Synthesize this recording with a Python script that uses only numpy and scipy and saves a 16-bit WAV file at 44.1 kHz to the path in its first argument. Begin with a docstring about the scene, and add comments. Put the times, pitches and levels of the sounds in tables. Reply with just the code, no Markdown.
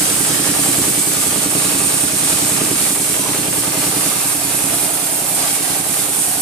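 """From the start a wet sandblasting jet hisses and rushes in a yard: broadband noise of turbulent flow.
Nearby a slow diesel engine drones at an even speed, in harmonics of its firing rate. In each cycle
pulses of gas give a cluster of exhaust thuds, and impacts ring the casing in a clatter.
Just after three seconds the spray first excites the resonance of a hollow in the work. After four
seconds the engine is partly screened off, and the spray roars in hollows on and off to the end."""
import sys
import numpy as np
from scipy import signal
from scipy.fft import rfft, irfft
from scipy.io import wavfile
from scipy.ndimage import uniform_filter1d, map_coordinates

SR = 44100
rng = np.random.default_rng(int(sys.argv[2]) if len(sys.argv) > 2 else 0)


def file_out(sig):
    """Save sig as 16-bit WAV at sys.argv[1]."""
    # one column per channel
    cols = np.atleast_2d(sig).T
    # limit, then scale
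    lim = np.clip(cols, -1, 1)
    pcm = np.round(lim * 32767).astype(np.int16)
    wavfile.write(sys.argv[1], SR, pcm)


N = 282681
T = np.arange(N) / SR
HZ = np.maximum(np.arange(N // 2 + 1) * SR / N, 1)
CYCLE_HZ = 10.37  # engine cycles, three firings to each


def undb(db):
    """Amplitude ratio of a level in decibels."""
    return 10 ** (np.asarray(db) / 20)

def unit(x):
    """Normalisation to rms 1."""
    return x / np.sqrt(np.mean(x ** 2))

def curves(table):
    """Linear interpolation in time of each column after the first."""
    times, *columns = np.transpose(table)
    return [np.interp(T, times, column) for column in columns]

def bell(peak_s, half_s):
    """Gaussian pulse, down to 1/e at half_s from its peak."""
    return np.exp(-((T - peak_s) / half_s) ** 2)

def walk(rate):
    """Smoothed random process: values held 1 / rate seconds and averaged twice; spread near 1."""
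    hold = int(SR / rate)
    steps = np.repeat(rng.standard_normal(N // hold + 1), hold)
    return 1.3 * uniform_filter1d(uniform_filter1d(steps, hold), hold)[:N]

def filtered(x, response):
    """Linear filtering: the spectrum times a frequency response."""
    return irfft(rfft(x) * response, N)

def colour(x, points):
    """Spectral shaping by a gain curve (f/Hz, gain/dB), at rms 1."""
    hz, db = np.transpose(points)
    return unit(filtered(x, undb(np.interp(np.log(HZ), np.log(hz), db))))

def low_pass(hz):
    """Second-order roll-off above hz."""
    return 1 / np.hypot(1, (HZ / hz) ** 2)

def resonance(modes):
    """Modal superposition: the response of damped resonators (f/Hz, width/Hz, gain/dB)."""
    return sum(undb(db) / (1 + 1j * (HZ / hz - hz / HZ) * hz / width) for hz, width, db in modes)

def band(hz, width):
    """Band-pass response of two equal resonators in cascade."""
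    return resonance([(hz, width, 0)]) ** 2

def pan(db):
    """Channel gains for a level difference, left minus right."""
    return undb(np.array([[.5], [-.5]]) * db)

def noise(alike_hz):
    """Diffuse field: stereo noise, coherent below alike_hz and incoherent above."""
    mid, side = rng.standard_normal((2, N))
    side = filtered(side, HZ / np.hypot(HZ, alike_hz))
    return unit(np.array([mid + side, mid - side]))

def late(x, seconds):
    """Propagation delay, which may vary in time."""
    return map_coordinates(x, [(T - seconds) * SR], order=3, mode="wrap")

def paths(lag_s, echo_db, longest_s, drift_s):
    """Comb filtering: noise, later on the right, interferes with echoes that drift as the nozzle moves."""
    source, ears = rng.standard_normal(N), []
    for direct in (source, late(source, lag_s)):
        delays = rng.uniform(0.000588, longest_s, 5)
        echoes = sum(late(source, s + drift_s * walk(1.488)) for s in delays)
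        ears.append(direct + undb(echo_db) * unit(echoes))
    return unit(np.array(ears))

def beats(delay_s, scatter_db, jitter_s):
    """Quasi-periodic impulse train: one blow a cycle, varying slightly in size and timing."""
    starts = np.arange(0, N / SR, 1 / CYCLE_HZ)
    wander = jitter_s * walk(5)[(starts * SR).astype(int)]
    at = np.maximum((starts + delay_s + wander) * SR, 0).astype(int)
    return np.bincount(at, undb(scatter_db * rng.standard_normal(len(starts))), N)[:N]

def reverberation(x, t60, alike_hz):
    """Convolution with a dense, exponentially decaying tail of reflections."""
    tail = noise(alike_hz) * np.exp(-np.log(1000) * T / t60)
    return unit(signal.fftconvolve(x[None], tail[:, :SR // 2], axes=1)[:, :N])


# swells and dips of the nozzle's whistle: t/s, level change/dB
WHISTLES = [(.28, 2), (.64, 5), (.8, -3), (1.57, 5), (1.88, 10), (2.02, 7), (2.2, 6), (2.87, 4),
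            (4.32, 7.5), (4.52, 0.5), (5.04, -1), (5.3, 0)]

def whistle():
    """Amplitude-modulated narrow-band noise: a shrill core of the hiss comes and goes."""
    core = unit(filtered(noise(alike_hz=1500), band(8770, width=620)))
    swell_db = sum(db * bell(s, half_s=0.049) for s, db in WHISTLES)
    return core * undb(-17 + swell_db + 2.0 * walk(14)) * pan(-4)

# spectrum of the hiss before and after the nozzle turns: f/Hz, gain/dB
HISS_COLOUR = [(1500, -60), (4000, -7.5), (6000, -3.5), (8000, 2), (11000, 0.5), (14500, 0.5)]
TURNED_COLOUR = [(1500, -65), (4000, -24), (6000, -6.5), (8000, 0), (9300, 0.5), (11000, 2.5), (14500, 0.9)]

def nozzle_hiss(grit):
    """Jet noise of air and grit; its spectrum shifts upwards as the nozzle turns."""
    direct = paths(lag_s=.00002, echo_db=-2.5, longest_s=.006, drift_s=.00006)
    mist = undb(-2.0) * noise(alike_hz=1500)  # mist and rebounding grit sound from all around
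    hiss = (direct + mist) * grit
    turn_s, turn_length_s = 3.5, 0.44
    turned = .5 + .5 * np.tanh((T - turn_s) / turn_length_s)
    return (1 - turned) * colour(hiss, HISS_COLOUR) + turned * colour(hiss, TURNED_COLOUR)

# spectrum of the spray on the work: f/Hz, gain/dB
RUSH_COLOUR = [(25, -43), (100, -3), (430, -0.3), (900, -0.5), (1500, -1), (1900, -2.5), (2350, -0.2),
               (2900, -2), (4000, -1.05), (6000, -3), (9000, -10.5), (15000, -16)]

def spray_rush(grit):
    """Impingement noise: the spray strikes the work amid a diffuse cloud of mist."""
    direct = paths(lag_s=.00004, echo_db=3.0, longest_s=.008, drift_s=0.000165)
    mist = undb(-1.5) * noise(alike_hz=300)
    return colour((direct + mist) * grit, RUSH_COLOUR)

# slow course of the jet as the nozzle is moved: t/s, hiss level/dB, rush level/dB
JET_LEVELS = [(0, -22, -23.5), (.45, -24.5, -24.5), (.68, -21.5, -24.5), (2.0, -22.5, -25.5),
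              (2.6, -24.5, -24), (3.08, -22.5, -26.5), (3.25, -26.5, -26), (3.55, -24, -26.5),
              (4.15, -24.5, -25), (4.4, -23.8, -26), (5.25, -23.5, -27.5), (6.41, -23, -28)]
# surges as the jet sweeps over the work: t/s, hiss change/dB, rush change/dB
SURGES = [(.6, 0.2, 1), (1.33, -1.1, 1), (1.6, -0.5, 1.5), (1.87, -0.5, 1.6), (2.3, 1.2, 1),
          (2.43, 1.7, 0.7), (2.849, 1.9, 1.5), (3.3, 1, 1.5), (3.74, 0.3, 0.5), (3.87, 1.2, 1),
          (4.08, 1.5, 1), (4.28, 1.5, 1.5), (4.56, 1, 1.1), (4.82, 1.9, 2.9), (5.46, -0.5, 4), (5.69, 0, 3),
          (5.97, 0, 1.5), (6.22, 1.2, 2.5)]
# the feed of grit falters: t/s, hiss change/dB
LULLS = [(1.48, -2.5), (2.14, -1), (2.23, 0), (3.18, 0), (3.62, -0.5), (4.38, -2), (4.901, -3),
         (5.25, -0.5), (5.6, -2), (5.83, -2), (6.09, -1.5)]
# direction of the hiss: t/s, left minus right level/dB
HISS_PAN = [(0, -2), (3.2, -2), (4.2, -2.5), (6.41, -3)]

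def jet():
    """Common amplitude modulation: hiss and rush surge with the sweep and flutter with the feed."""
    surges = sum(np.outer(change_db, bell(s, half_s=0.1)) for s, *change_db in SURGES)
    lulls = sum(db * bell(s, half_s=0.024) for s, db in LULLS)
    hiss_db, rush_db = curves(JET_LEVELS) + surges
    feed, grit = walk(20), undb(.5 * walk(900))
    hiss = (nozzle_hiss(grit) + whistle()) * undb(hiss_db + lulls + 0.47 * feed + 0.63 * walk(60))
    rush = spray_rush(grit) * undb(rush_db + 0.7 * lulls + 0.36 * feed + 0.81 * walk(18))
    return hiss * pan(curves(HISS_PAN)[0]) + rush * pan(-2.8)


# the engine swells and sinks, and is partly screened after four seconds: t/s, level/dB
ENGINE_LEVEL = [(0, -28.5), (.45, -26.5), (.8, -25), (1.03, -29.5), (1.55, -25.5), (1.8, -27),
                (2.02, -28.5), (2.2, -28.5), (2.68, -25), (2.82, -28), (3.0, -30), (3.12, -28), (3.45, -27),
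                (3.72, -27), (4.03, -26), (4.16, -30.5), (4.35, -32), (4.7, -29), (5.05, -33), (5.4, -32.3),
                (5.8, -32.5), (6.41, -34)]

def engine_gain(start_db, share):
    """Swell and acoustic screening: a gain that follows a share of the engine's change in level."""
    change_db = curves(ENGINE_LEVEL)[0] - ENGINE_LEVEL[0][1]
    return undb(start_db + share * change_db)

# spectrum of the engine's rumble: f/Hz, gain/dB
RUMBLE_COLOUR = [(20, -50), (32, -25), (55, -11.5), (85, -2.5), (125, -5.5), (200, -1.5), (280, 2.5),
                 (450, -9), (900, -20), (2500, -56)]

def rumble():
    """A diffuse low-frequency field fills the yard, so screening takes less from it."""
    field = colour(noise(alike_hz=410), RUMBLE_COLOUR)
    return field * engine_gain(-33.5, share=0.9) * undb(walk(5.26))

# partials of the drone: multiple of the firing rate, relative level/dB
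DRONE = [(4, -2.5), (5, 2), (6, 2.5)]

def drone():
    """Harmonics of the firing rate, in phase at the main thud."""
    firings = 3 * CYCLE_HZ * (T - THUDS[MAIN_THUD][0])
    return unit(-sum(undb(db) * np.cos(2 * np.pi * order * firings) for order, db in DRONE))

def bark():
    """Pipe resonance: the tailpipe's note swells with each cycle's gas and sags as the flow dies."""
    settled_hz, rise_hz, sag_s, peak_s = 270, 72, .014, 0.019
    age = T[:SR // 8]
    hz = settled_hz + rise_hz * np.exp(-age / sag_s)
    swell = (age / peak_s * np.exp(-age / peak_s)) ** 2.5
    note = -swell * np.sin(2 * np.pi * np.cumsum(hz) / SR)
    blows = beats(delay_s=.0056, scatter_db=0.5, jitter_s=0.00018)
    return unit(signal.fftconvolve(blows, note)[:N])

# spectrum of the escaping gas: f/Hz, gain/dB
PUFF_COLOUR = [(60, -21), (180, -16), (260, 1.5), (330, -9), (430, -2.5), (600, -12), (1500, -62)]

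def puff():
    """Flow noise: gas leaves the pipe in one Gaussian burst a cycle."""
    peak_s, half_s = 0.02, 0.027
    outflow = np.exp(-((T % (1 / CYCLE_HZ) - peak_s) / half_s) ** 2)
    return colour(noise(alike_hz=600) * outflow, PUFF_COLOUR)

# modes of the silencer's chambers: f/Hz, width/Hz, gain/dB
SILENCER_MODES = [(303.2, 13.4, -4), (338.8, 29, -9.5), (421, 29, -13)]

def silencer(pulses):
    """Cavity resonance: the ring builds up after each pulse and lasts through the cycle."""
    return unit(filtered(pulses, sum(band(hz, width) * undb(db) for hz, width, db in SILENCER_MODES)))

# pressure pulses of one cycle: t/s, relative level/dB, jitter/s, low-pass f/Hz
THUDS = [(.0087, -10, 0.00024, 520), (0.0155, -1.5, 0.0002, 450), (0.0268, -7, 0.0002, 450),
         (0.0409, -1.5, 0.0005, 170), (0.047, -4.5, 0.00067, 191)]
MAIN_THUD = 1  # the row that rings the silencer
# spectrum of the thuds: f/Hz, gain/dB
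THUD_COLOUR = [(25, -42), (55, -26), (83, -9), (100, -9), (125, -4), (165, -5), (200, 2), (295, -7),
               (380, -6.5), (520, -13), (900, -27), (2000, -40)]

def exhaust():
    """Pulsating outflow: dull thuds and their echo, superposed on bark, ring, puff, drone and rumble."""
    pulses = [filtered(-undb(db) * beats(s, scatter_db=0.7, jitter_s=jitter), low_pass(hz))
              for s, db, jitter, hz in THUDS]
    thuds = colour(sum(pulses), THUD_COLOUR)
    sound = undb(-6.5) * thuds + undb(-13) * puff() + undb(-8.5) * silencer(pulses[MAIN_THUD])
    sound = sound + undb(-15) * reverberation(thuds, t60=.6, alike_hz=300)
    sound = sound + undb(-7.5) * bark() + undb(-12) * drone()
    return (sound * engine_gain(ENGINE_LEVEL[0][1], share=1) + rumble()) * pan(-2.5)

# valve and injection knocks of one cycle: t/s, relative level/dB, tilt/(dB per octave), high-pass f/Hz
KNOCKS = [(.006, 1, -2.5, 376), (0.0103, -6, 7.5, 900), (0.056, 2, -1, 744), (0.0675, 1.5, -4.5, 746),
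          (.078, -1, -6, 600), (.087, -4, -2.5, 646)]
# modes of the engine casing: f/Hz, width/Hz, gain/dB
CASING_MODES = [(304, 50, 1), (412, 54, 0), (525, 54, -10.5), (627, 87, -4.5), (779, 78, -4),
                (896, 47, -10), (1089, 25, -7), (1190, 53, -5.5), (1526, 49, -10)]
# spectrum common to all knocks: f/Hz, gain/dB
KNOCK_COLOUR = [(80, -16), (250, 4), (600, 0.5), (800, -2.5), (1500, -4.5), (3000, 5.5), (9000, -27)]

def clatter():
    """Impact excitation: each knock rings the casing's modes, and a loose rattle dies away after it."""
    sound, loose = 0, noise(alike_hz=1300)
    energy_decay_s = 0.0098
    for s, db, tilt_db, low_hz in KNOCKS:
        blows = beats(s, scatter_db=1.5, jitter_s=0.00021)
        energy = signal.lfilter([1], [1, -np.exp(-1 / (energy_decay_s * SR))], blows ** 2)
        rattle = unit(np.sqrt(energy) * loose)
        knock = reverberation(blows, t60=0.048, alike_hz=1300) + undb(-3) * rattle
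        tilt = undb(tilt_db * np.log2(np.clip(HZ, 500, 1500)))
        high_pass = (HZ / low_hz) ** 2 * low_pass(low_hz)
        ring = filtered(knock, resonance(CASING_MODES) * tilt * high_pass)
        sound = sound + undb(db) * colour(ring, KNOCK_COLOUR)
    return unit(sound) * engine_gain(-30, share=0.84) * pan(-1.2)  # screened less than the exhaust


# the spray blows across hollows of the work: start t/s, end t/s, f/Hz, width/Hz, level/dB
HOLLOWS = [(3.21, 3.37, 920, 650, -32.5), (3.8, 4.599, 769, 304.6, -37), (3.954, 4.364, 1170, 264.5, -35.5),
           (4.602, 5.08, 718, 358, -31.7), (5.09, 5.548, 713, 360, -32.5), (5.394, 5.522, 1140, 300, -41),
           (5.627, 5.792, 725, 344, -32), (5.812, 6.6, 746, 258, -34.5)]

def hollows():
    """Flow-excited cavity resonance: a rough roar with a hooting core while the spray is on a hollow."""
    sound, air = 0, noise(alike_hz=910)
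    for start, end, hz, width, db in HOLLOWS:
        roar = unit(filtered(air, band(hz, width)))
        hoot = unit(filtered(rng.standard_normal(N), band(hz, 0.095 * width)))
        hoot = late(hoot, seconds=.0065 * walk(11))  # the gap to the jet wavers, bending the pitch
        aim = uniform_filter1d(1. * ((T > start) & (T < end)), size=SR // 16)
        sound = sound + unit(roar + undb(-6) * hoot) * aim * undb(db + 0.89 * walk(18))
    return sound * pan(-3.5)

def scene():
    """Linear superposition of engine and jet."""
    return exhaust() + clatter() + jet() + hollows()

# modes of the two microphone ports: f/Hz, width/Hz, gain/dB
LEFT_PORT = [(7870, 1340, 8), (8750, 10600, -1.5)]
RIGHT_PORT = [(9000, 1580, 8.6), (9540, 1390, 5.7)]

def record(dry):
    """Port resonance lifts the treble, soft saturation rounds the peaks and a low-pass cuts the top."""
    ceiling, top_hz = .9, 14550
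    ports = np.array([np.hypot(1, abs(resonance(modes))) for modes in (LEFT_PORT, RIGHT_PORT)])
    sound = filtered(dry, ports)
    sound = sound / (1 + (sound / ceiling) ** 6) ** (1 / 6)
    return filtered(sound, 1 / np.hypot(1, (HZ / top_hz) ** 300))


dry = scene()
out = record(dry)
file_out(out)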